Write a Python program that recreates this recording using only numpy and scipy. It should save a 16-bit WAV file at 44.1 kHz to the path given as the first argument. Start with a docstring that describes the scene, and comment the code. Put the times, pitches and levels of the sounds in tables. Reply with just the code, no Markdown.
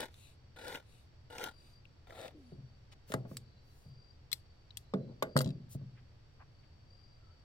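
"""Steel tears and buzzes in four strokes, then clicks, clatter and thuds follow over crickets and a rumble.
A hand-crank opener cuts round a steel can on a truck's tailgate outdoors: random slips ring the can's modes.
The can is set down, the opener clicks free and clatters onto the tailgate, and the lid is bent up:
damped steel clashes, blows on a panel of decaying modes, swells of grains (one a faint bird chirp).
Trills and narrow noise make the insects; coloured noise makes the open air."""
import sys
import numpy as np
from scipy import signal
from scipy.fft import rfft, irfft
from scipy.io import wavfile

SR = 44100
rng = np.random.default_rng(int(sys.argv[2]) if len(sys.argv) > 2 else 0)


def generate_wav(signal):
    """Clip the signal to [-1, 1] and save it as 16-bit WAV at the path in sys.argv[1]."""
    frames = np.transpose(np.atleast_2d(signal))
    scaled = np.clip(frames, -1, 1) * 32767
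    pcm = np.round(scaled).astype(np.int16)
    wavfile.write(sys.argv[1], SR, pcm)


N = 328091
TIME_S = np.arange(N) / SR
FREQ_HZ = np.fft.rfftfreq(N, 1 / SR)

# Turns of the crank. Each row: first bite in seconds, push in seconds, level at full force in dB,
# can ring in dB, loose-lid buzz in dB, later hand slide in dB.
STROKES = [(-.158, .195, -43, 7.5, -3, -64.5), (.56, 0.2, -45, 8, -1, -71.5),
           (1.299, 0.17, -43, 15.5, 4.5, -72), (2.069, .2, -49.5, -3.5, 2, -79.5)]
# Modes of the full can before slackening. Each row: frequency in Hz, width in Hz, gain in dB.
CAN_MODES = [(330, 250, -2.5), (496, 44, 9), (580, 39, -36), (778, 89, 10.5), (872, 52, 8),
             (1446, 59, 13.5), (1650, 41, -11.5), (2000, 37, -18.5), (2930, 160, 1), (3320, 190, -6),
             (3850, 140, -15)]
# Spectrum of tearing steel. Each row: frequency in Hz, gain in dB.
TEAR_SPECTRUM = [(90, -25), (200, -6.5), (400, 5.5), (700, 5.5), (1100, -6.5), (1800, -4.5), (2400, -11),
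                 (3700, -5), (4800, -43), (9000, -29.5)]
# Spectrum of the tearing hiss. Each row: frequency in Hz, gain in dB.
HISS_SPECTRUM = [(2000, -44.5), (4200, 13), (6000, 3), (8500, 8), (10500, -6), (12300, 5), (16000, -14.5)]
# Wheel jumps or handle ticks. Each row: start in seconds, level in dB before a common trim,
# pitch in Hz, treble in dB.
SNAPS = [(.005, -38, 3430, 5), (0.142, -57, 3780, -6), (.681, -44.5, 3680, 5), (0.756, -42, 2980, -9),
         (1.383, -43.5, 2780, -0.5), (1.440, -37, 2960, 4), (1.853, -56.5, 2670, -18),
         (2.106, -50.5, 1780, -15), (2.214, -51.5, 3580, -1), (2.280, -51, 2980, -5),
         (4.706, -51.5, 3780, -40)]
# Strikes of the opener's loose parts. Each row: start in seconds, level in dB, pitch of the part in Hz.
CLINKS = [(3.120, -46, 1820), (3.139, -43, 2010), (3.369, -43.5, 7700), (4.3165, -47, 3480),
          (4.3287, -33, 4150), (4.771, -44.5, 8600), (4.938, -56.5, 3550), (5.225, -46.5, 3700),
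          (5.227, -47.5, 13000), (5.366, -40.5, 4520), (5.374, -35.5, 11960), (5.389, -36.5, 7600),
          (5.406, -45.5, 4660), (5.414, -43.5, 12000)]
# Spectrum of that steel. Each row: frequency in Hz, gain in dB.
STEEL_SPECTRUM = [(300, -51), (1100, 0), (1500, -6.5), (2100, -4), (2600, -9), (3400, -1), (4150, 1),
                  (5400, -3), (6100, -8), (7900, -3), (10000, -6.5), (12200, -4.5), (14000, -6.5),
                  (16000, -4)]
# Blows on the tailgate. Each row: start in seconds, level in dB, hardness corner in Hz, low cut in Hz,
# mode favoured by the spot struck in Hz.
KNOCKS = [(3.101, -48, 600, 200, 416), (3.120, -46, 2500, 500, 1450), (3.139, -32, 1110, 218, 292),
          (3.144, -37.5, 149, 70, 119), (3.86, -47.5, 166, 79.3, 129), (4.937, -28, 490, 208, 205),
          (5.224, -31, 1520, 330, 1170), (5.356, -25, 260, 70.4, 151), (5.365, -25.5, 1380, 176, 236),
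          (5.406, -35.5, 1300, 260, 550), (5.458, -30, 250, 91, 147), (5.469, -31.5, 233, 140, 238)]
# Modes of the tailgate. Each row: frequency in Hz, gain in dB, t60 in seconds.
PANEL_MODES = [(121.9, -3, 0.91), (137.7, 4.5, 0.41), (187.4, 4, 0.18), (239, -7, 0.22), (267, -6.5, 0.19),
               (358.4, -7, 0.22), (426, -2.5, 0.16), (512, -6, 0.23), (579, -31.5, 0.17), (646.3, -3, 0.17),
               (774, -18.5, 0.17), (844, -4.5, 0.11), (1150, 3.5, 0.027), (1224, -16.5, 0.047),
               (1435, -3, 0.084), (2045, -1, 0.084)]
# Spectrum of the blow and dense rattle. Each row: frequency in Hz, gain in dB.
RATTLE_SPECTRUM = [(50, -18), (130, 2), (240, -2.5), (320, -10.5), (600, -6), (900, -17.5), (1200, -8.5),
                   (2000, -11.5), (8000, -30)]
# Decay of the rattle. Each row: frequency in Hz, t60 in seconds.
RATTLE_T60 = [(100, 0.84), (500, 0.53), (1000, 0.19), (3000, 0.17), (10000, 0.088)]
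# Can nudged and rocking back. Each row: start in seconds, level in dB, hardness corner in Hz,
# low cut in Hz, mode favoured in Hz, level of the return in dB.
ROCKS = [(2.521, -46.5, 180, 252, 355, -45), (3.251, -48, 885, 170, 276, -41),
         (5.750, -36.5, 216, 89.5, 148.4, -41)]
# Rubs of fingers, opener and lid, and at 7.3 s a faint distant bird chirp. Each row: middle in seconds,
# length in seconds, level in dB, centre in Hz, width in octaves.
RUBS_AND_CHIRP = [(2.37, .15, -61.5, 310, 0.54), (2.928, 0.036, -60, 1800, 1.3),
                  (3.108, 0.098, -59, 8000, 6.1), (3.324, 0.15, -67.5, 8600, 4.5),
                  (3.779, 0.4, -75.5, 8500, 1.2), (5.102, 0.093, -53, 207, 1),
                  (5.728, 0.092, -56.5, 12000, 1.46), (5.982, 0.072, -69.5, 1840, 0.5),
                  (6.415, 0.063, -60.5, 1100, 0.59), (6.639, .03, -72, 2180, 0.37),
                  (7.3, .3, -77, 1335, 0.06)]
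# Crank bands rung by the sliding hand. Each row: centre in Hz, width in octaves, gain in dB.
REGRIP_BANDS = [(2630, .2, -8.5), (3810, 0.14, -5.5), (8400, 0.49, -4)]
# Near crickets. Each row: nominal pitch in Hz, level in dB, list of trill starts in seconds.
TRILLS = [(4715, -72, [1.45, 3.801, 5.22, 6.84]), (4570, -79.5, [2.421, 3.37, 4.35, 5.049, 6.501, 7.2]),
          (4050, -83, [3.4, 4.78])]
# Far insects. Each row: frequency in Hz, width in Hz, level in dB.
CHORUS = [(4550, 200, -80), (5540, 250, -86.5), (7540, 620, -94.5)]
# Spectrum of open air. Each row: frequency in Hz, relative density in dB per Hz.
AIR_SPECTRUM = [(20, -6), (38, -9), (80, -2), (130, -5), (170, -19), (300, -23), (550, -26), (1000, -32),
                (2200, -36), (4000, -39), (5600, -42), (6500, -50), (9500, -60), (16000, -62)]
# Left-right likeness of the air. Each row: frequency in Hz, likeness from 0 to 1.
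AIR_LIKENESS = [(30, 0.81), (100, 1), (250, 0.52), (600, 0.23), (1500, 0), (8000, 0)]

# every turn starts light, swells to full force, holds and lets go
BITE_DB, SWELL_S, RELEASE_DB_PER_S, RELEASE_S = -13.5, .128, 440, .09
TEETH_PER_S = 37.8
# hiss against body at full force; it loses this many dB more per dB of slack
HISS_DB, HISS_SLOPE_DB_PER_DB = -14, 0.093
# the can's modes sink as the lid is cut free: pitch factor at time 0, loss per s
STIFFNESS, SLACKENING_PER_S = 1.0084, 0.026
# chance jumps through a turn: rate, mean level against the force, middle pitch, treble
JUMPS_PER_S, JUMP_DB, JUMP_HZ, JUMP_TREBLE_DB = 15, -7, 2570, -3
# below the firm level a clink's high cut drops an octave per so many dB
CLINK_T60_S, FIRM_DB, FIRM_HZ, DB_PER_OCTAVE = 0.032, -44.5, 13150, 8.5
# a part radiates little below this share of its pitch, up to a limit
RADIATES_SHARE, RADIATES_LIMIT_HZ = 0.5, 2380
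# the opener's last bounces: start, gap, first level, loss per bounce, pitch
SETTLE_S, SETTLE_GAP_S, SETTLE_DB, SETTLE_LOSS_DB, SETTLE_HZ = 5.445, 0.015, -53, 1.7, 4010
# the rocking can's return: delay, favoured mode, low cut, hardness limit
ROCK_DELAY_S, BASE_HZ, BASE_CUT_HZ, BASE_CORNER_HZ = .063, 118, 67, 430
# from the end of the push to the middle of the hand's slide; length of the slide
REGRIP_DELAY_S, REGRIP_S = 0.19, 0.33
GLIDE_START_S, GLIDE_S, GLIDE_FROM_HZ, GLIDE_TO_HZ, GLIDE_DB = 2.32, .215, 330, 238, -61
TRILL_S, WING_HZ = 0.393, 46
AIR_DB = -59.5
ECHO_BLEND_HZ = 3.1
BAND_EDGE_HZ = 15950


def cutting():
    """Each gear tooth bites and eases off; under it the wheel tears the lid in tiny slips that ring the can."""
    out = np.zeros(N + SR)
    for start_s, push_s, level_db, ring_db, buzz_db, _ in STROKES:
        age_s = np.arange(max(-start_s, 0), push_s + RELEASE_S, 1 / SR)
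        slack_db = -force_db(age_s, push_s)
        stiffness = STIFFNESS - SLACKENING_PER_S * start_s
        # at light pressure the teeth bite one by one; at full force they run together
        tooth_depth_db = np.minimum(4.5 + 1.2 * slack_db, 16)
        tooth = amp(-tooth_depth_db * (age_s * TEETH_PER_S % 1 - .5))
        drive = slips(len(age_s), per_s=2100, spread_db=2.5) * tooth

        ring = sum(amp(db) * resonate(drive, hz * stiffness, width_hz) for hz, width_hz, db in CAN_MODES)
        buzz = resonate(resonate(drive, 467, 147), 693, 183)
        tear = colour(np.roll(drive, 20), TEAR_SPECTRUM)
        body = unit_rms(amp(ring_db) * unit_rms(ring) + amp(2.5) * unit_rms(tear)
                        + amp(buzz_db) * unit_rms(buzz))

        grit = drive + 2.0 * rng.standard_normal(len(age_s))
        hiss = unit_rms(colour(grit, HISS_SPECTRUM)) * amp(HISS_DB - HISS_SLOPE_DB_PER_DB * slack_db)
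        level = amp(level_db - slack_db) * signal.windows.tukey(len(age_s), .02)
        add(out, start_s, (body + hiss) * level)
    return out[:N]


def force_db(age_s, push_s):
    """The hand's force on the crank in dB below full: a swell, a hold and a release."""
    swell_db = BITE_DB * np.clip(1 - age_s / SWELL_S, 0, 1)
    return swell_db - RELEASE_DB_PER_S * np.maximum(age_s - push_s, 0)


def snaps():
    """Single large slips: a dry crack and a short ring at one pitch."""
    out = np.zeros(N)
    for start_s, db, hz, treble_db in [*SNAPS, *small_jumps()]:
        crack = band(burst(0.0059), 410, 12300)
        ring = resonate(resonate(burst(0.016), hz, 520), hz, 1300)
        snap = unit_attack(ring) + amp(treble_db) * unit_attack(crack)
        add(out, start_s, amp(db - 5.5) * unit_attack(snap))
    return out


def small_jumps():
    """Chance jumps of the wheel, following the force of the moment."""
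    for start_s, push_s, level_db, *_ in STROKES:
        for when, size, pitch in rng.random((round(JUMPS_PER_S * push_s), 3)):
            age_s = when * push_s
            if start_s + age_s > 0:
                db = level_db + force_db(age_s, push_s) + JUMP_DB + 6 * (size - .5)
                yield start_s + age_s, db, JUMP_HZ * 2 ** (pitch - .5), JUMP_TREBLE_DB


def clinks():
    """Steel on steel, damped at once by the hand or the handles; the part struck sings on very briefly."""
    out = np.zeros(N)
    for start_s, db, hz in [*CLINKS, *settling(count=5)]:
        high_hz = FIRM_HZ * 2 ** (min(db - FIRM_DB, 0) / DB_PER_OCTAVE)
        low_hz = min(RADIATES_SHARE * hz, RADIATES_LIMIT_HZ)
        noise = burst(CLINK_T60_S) + amp(13.5) * burst(0.0072) + amp(-22.0) * burst(0.18)
        clash = colour(noise, STEEL_SPECTRUM)
        clash = band(band(clash, low_hz, high_hz), 0.42 * low_hz, 20000)
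        t = TIME_S[:len(clash)]
        note = np.sin(2 * np.pi * hz * t) * amp(-60 * t / CLINK_T60_S)
        contact = 1 - np.exp(-t / .0006)
        clink = (unit_attack(clash) + amp(-8.0) * unit_attack(note)) * contact
        add(out, start_s, amp(db) * unit_attack(clink))
    return out


def settling(count):
    """The opener chatters to rest in even, fading bounces."""
    return [(SETTLE_S + k * SETTLE_GAP_S, SETTLE_DB - k * SETTLE_LOSS_DB, SETTLE_HZ) for k in range(count)]


def knocks():
    """Each blow thuds, rings the panel's modes according to where it lands, and shakes its loose parts."""
    out, t = np.zeros(N), TIME_S[:SR]
    for start_s, db, high_hz, low_hz, spot_hz in [*KNOCKS, *rocking()]:
        modes = 0
        for k, (hz, mode_db, t60_s) in enumerate(PANEL_MODES):
            favour_db = 8 * np.exp(-(np.log2(hz / spot_hz) / .17) ** 2)
            decay = amp(mode_db + favour_db - 60 * t / t60_s)
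            modes = modes + (-1) ** (k // 2) * decay * np.sin(2 * np.pi * hz * t)

        # noise whose decay time depends on frequency
        f_hz, age_s, z = signal.stft(rng.standard_normal(SR), SR, nperseg=256)
        fading = z * amp(-60 * age_s / read(RATTLE_T60, f_hz[:, None]))
        tail = signal.istft(fading, SR, nperseg=256)[1][:SR]

        click = unit_attack(signal.unit_impulse(SR))
        thud = unit_attack(burst(0.028, size=SR))
        contact = click + amp(6.0) * thud + amp(-8) * unit_attack(tail)
        blow = unit_attack(colour(contact, RATTLE_SPECTRUM)) + amp(-1.5) * unit_attack(modes)
        blow = band(blow, low_hz, high_hz)
        # the level is the blow's whole energy, as if spread over a fiftieth of a second
        add(out, start_s, amp(db) * blow * np.sqrt(SR / 50) / np.linalg.norm(blow))
    return out


def rocking():
    """Each nudge of the can makes two blows: its rim, then its base, with a low, soft contact."""
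    for start_s, db, high_hz, low_hz, spot_hz, return_db in ROCKS:
        yield start_s, db, high_hz, low_hz, spot_hz
        yield start_s + ROCK_DELAY_S, return_db, min(high_hz, BASE_CORNER_HZ), BASE_CUT_HZ, BASE_HZ


def rubs_and_chirp():
    """Short swells of fine friction grains; a very narrow band of the same grains makes the bird chirp."""
    out = np.zeros(N)
    for middle_s, length_s, db, hz, octaves in [*RUBS_AND_CHIRP, *regrips()]:
        count = int(length_s * SR)
        distance_octaves = np.log2((np.fft.rfftfreq(count, 1 / SR) + 1) / hz)
        shape = np.exp(-.5 * (distance_octaves / octaves) ** 2)
        grains = irfft(rfft(slips(count, per_s=9400, spread_db=1.5)) * shape, count)
        add(out, middle_s - length_s / 2, amp(db) * unit_rms(grains) * np.hanning(count))
    return out


def regrips():
    """After each turn the hand slides back for a new grip and rings the crank."""
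    return [(start_s + push_s + REGRIP_DELAY_S, REGRIP_S, slide_db + db, hz, octaves)
            for start_s, push_s, *_, slide_db in STROKES for hz, octaves, db in REGRIP_BANDS]


def glide():
    """A faint low tone after the last turn that sinks and levels off."""
    u = np.linspace(0, 1, round(GLIDE_S * SR))
    hz = GLIDE_TO_HZ + (GLIDE_FROM_HZ - GLIDE_TO_HZ) * np.cos(np.pi / 2 * u) ** 4
    tone = unit_rms(np.sin(2 * np.pi * np.cumsum(hz) / SR))
    out = np.zeros(N)
    add(out, GLIDE_START_S, amp(GLIDE_DB) * tone * signal.windows.tukey(len(u), .5))
    return out


def crickets():
    """Trills of fast wing strokes, arching in pitch and blurred by narrow noise, over a steady far chorus."""
    near, t = np.zeros(N), np.arange(0, TRILL_S, 1 / SR)
    arch = 1 + 0.01483 * (np.sin(np.pi * t / t[-1]) - .7)
    wings = 1 + .45 * np.sin(2 * np.pi * WING_HZ * t)
    fade = signal.windows.tukey(len(t), .4)
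    for hz, db, starts_s in TRILLS:
        for start_s in starts_s:
            tone = np.sin(2 * np.pi * np.cumsum(hz * arch) / SR) + 0.64 * whistle(hz, 120, len(t))
            add(near, start_s, amp(db) * unit_rms(tone * wings) * fade)
    # independent in each ear
    far = [sum(amp(db) * whistle(hz, width_hz, N) for hz, width_hz, db in CHORUS) for ear in "LR"]
    return two_mics(near, pan_db=8, lead_samples=0, echo_db=-9) + far


def whistle(hz, width_hz, count):
    """A narrow, unsteady tone: noise through two equal resonances."""
    return unit_rms(resonate(resonate(rng.standard_normal(count), hz, width_hz), hz, width_hz))


def air():
    """Distant rumble and hiss: coloured noise, most alike in both ears in the bass."""
    left, other = rfft(rng.standard_normal((2, N)))
    same = np.clip(read(AIR_LIKENESS, FREQ_HZ), -1, 1)
    both = np.array([left, same * left + np.sqrt(1 - same ** 2) * other])
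    # the division keeps the sum of the two ears on the given spectrum
    gain = amp(read(AIR_SPECTRUM, FREQ_HZ)) / np.sqrt(1 + same)
    return amp(AIR_DB) * unit_rms(irfft(both * gain, N))


def two_mics(x, pan_db, lead_samples, echo_db):
    """Pan and lead to the left; two short random echoes, blended in slow rotation, make the sides unlike."""
    treble, side = band(x, 260, 29000), 0
    for phase in 0, np.pi / 2:
        echo = burst(0.02, size=1024)
        blended = treble * np.sin(2 * np.pi * ECHO_BLEND_HZ * TIME_S + phase)
        side = side + amp(echo_db) * signal.oaconvolve(blended, echo / np.linalg.norm(echo))[:N]
    # half of the pan and lead to each side; the pan grows towards the treble
    lean = amp(pan_db / 2 * FREQ_HZ / (FREQ_HZ + 150)) * np.exp(1j * np.pi * FREQ_HZ * lead_samples / SR)
    return np.array([irfft(rfft(x + side) * lean, N), irfft(rfft(x - side) / lean, N)])


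def slips(count, per_s, spread_db):
    """Stick-slip: random tiny jerks, a few much larger than the rest."""
    chance, size, sign = rng.random((3, count))
    height = amp(-spread_db * np.log(size + 0.018))
    return unit_rms((chance < per_s / SR) * height * np.sign(sign - .5))


def burst(t60_s, size=8192):
    """A dense ring of many modes: noise that falls 60 dB in t60_s."""
    return rng.standard_normal(size) * amp(-60 * np.arange(size) / SR / t60_s)


def resonate(x, hz, width_hz):
    """One resonance of gain 1."""
    return signal.lfilter(*signal.iirpeak(hz, hz / width_hz, SR), x)


def band(x, low_hz, high_hz):
    """Gentle low cut and high cut."""
    for hz, kind in (low_hz, "high"), (high_hz, "low"):
        x = signal.sosfilt(signal.butter(2, min(hz, SR / 2 - 10), kind, fs=SR, output="sos"), x)
    return x


def colour(x, points):
    """Causal filter with the given spectrum: nothing sounds before the attack."""
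    log_gain = np.log(amp(read(points, abs(np.fft.fftfreq(4096, 1 / SR)))))
    # minimum phase from the log gain
    taps = np.fft.ifft(np.exp(signal.hilbert(log_gain).conj())).real
    return signal.oaconvolve(x, taps[:len(taps) // 2])[:len(x)]


def read(points, hz):
    """Reads a table on a logarithmic frequency axis."""
    f_hz, value = np.transpose(points)
    return np.interp(np.log(hz + 1), np.log(f_hz + 1), value)


def amp(db):
    """Decibels to gain."""
    return 10 ** (np.asarray(db) / 20)


def unit_rms(x):
    """Scales to rms 1."""
    return x / np.sqrt(np.mean(x ** 2) + 1e-20)


def unit_attack(x):
    """Scales a hit so that its first hundredth of a second has rms 1."""
    return x / np.sqrt(np.mean(x[:SR // 100] ** 2) + 1e-20)


def add(mix, start_s, sound):
    """Lays a sound into the mix, from time 0 at the earliest."""
    part = mix[max(round(start_s * SR), 0):][:len(sound)]
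    part += sound[:len(part)]


def scene():
    """The can stands near the middle; the opener swings to the left as it is put away."""
    hand = cutting() + snaps() + rubs_and_chirp() + glide()
    can = two_mics(hand, pan_db=3.5, lead_samples=2.23, echo_db=-5)
    steel = clinks()
    away = np.clip(TIME_S - 3.4, 0, .5) * 2
    opener_near = two_mics(steel * (1 - away), pan_db=1.5, lead_samples=1.0, echo_db=-7.0)
    opener_away = two_mics(steel * away, pan_db=7.5, lead_samples=6.5, echo_db=-3.5)
    tailgate = two_mics(knocks(), pan_db=1.5, lead_samples=9.3, echo_db=-7.5)
    return can + opener_near + opener_away + tailgate + crickets() + air()


def record(dry):
    """The recorder's band limit: a steep high cut."""
    taps = signal.firwin(511, BAND_EDGE_HZ, window=("kaiser", 9), fs=SR)
    return signal.oaconvolve(dry, taps[None], "same")


dry = scene()
out = record(dry)
generate_wav(out)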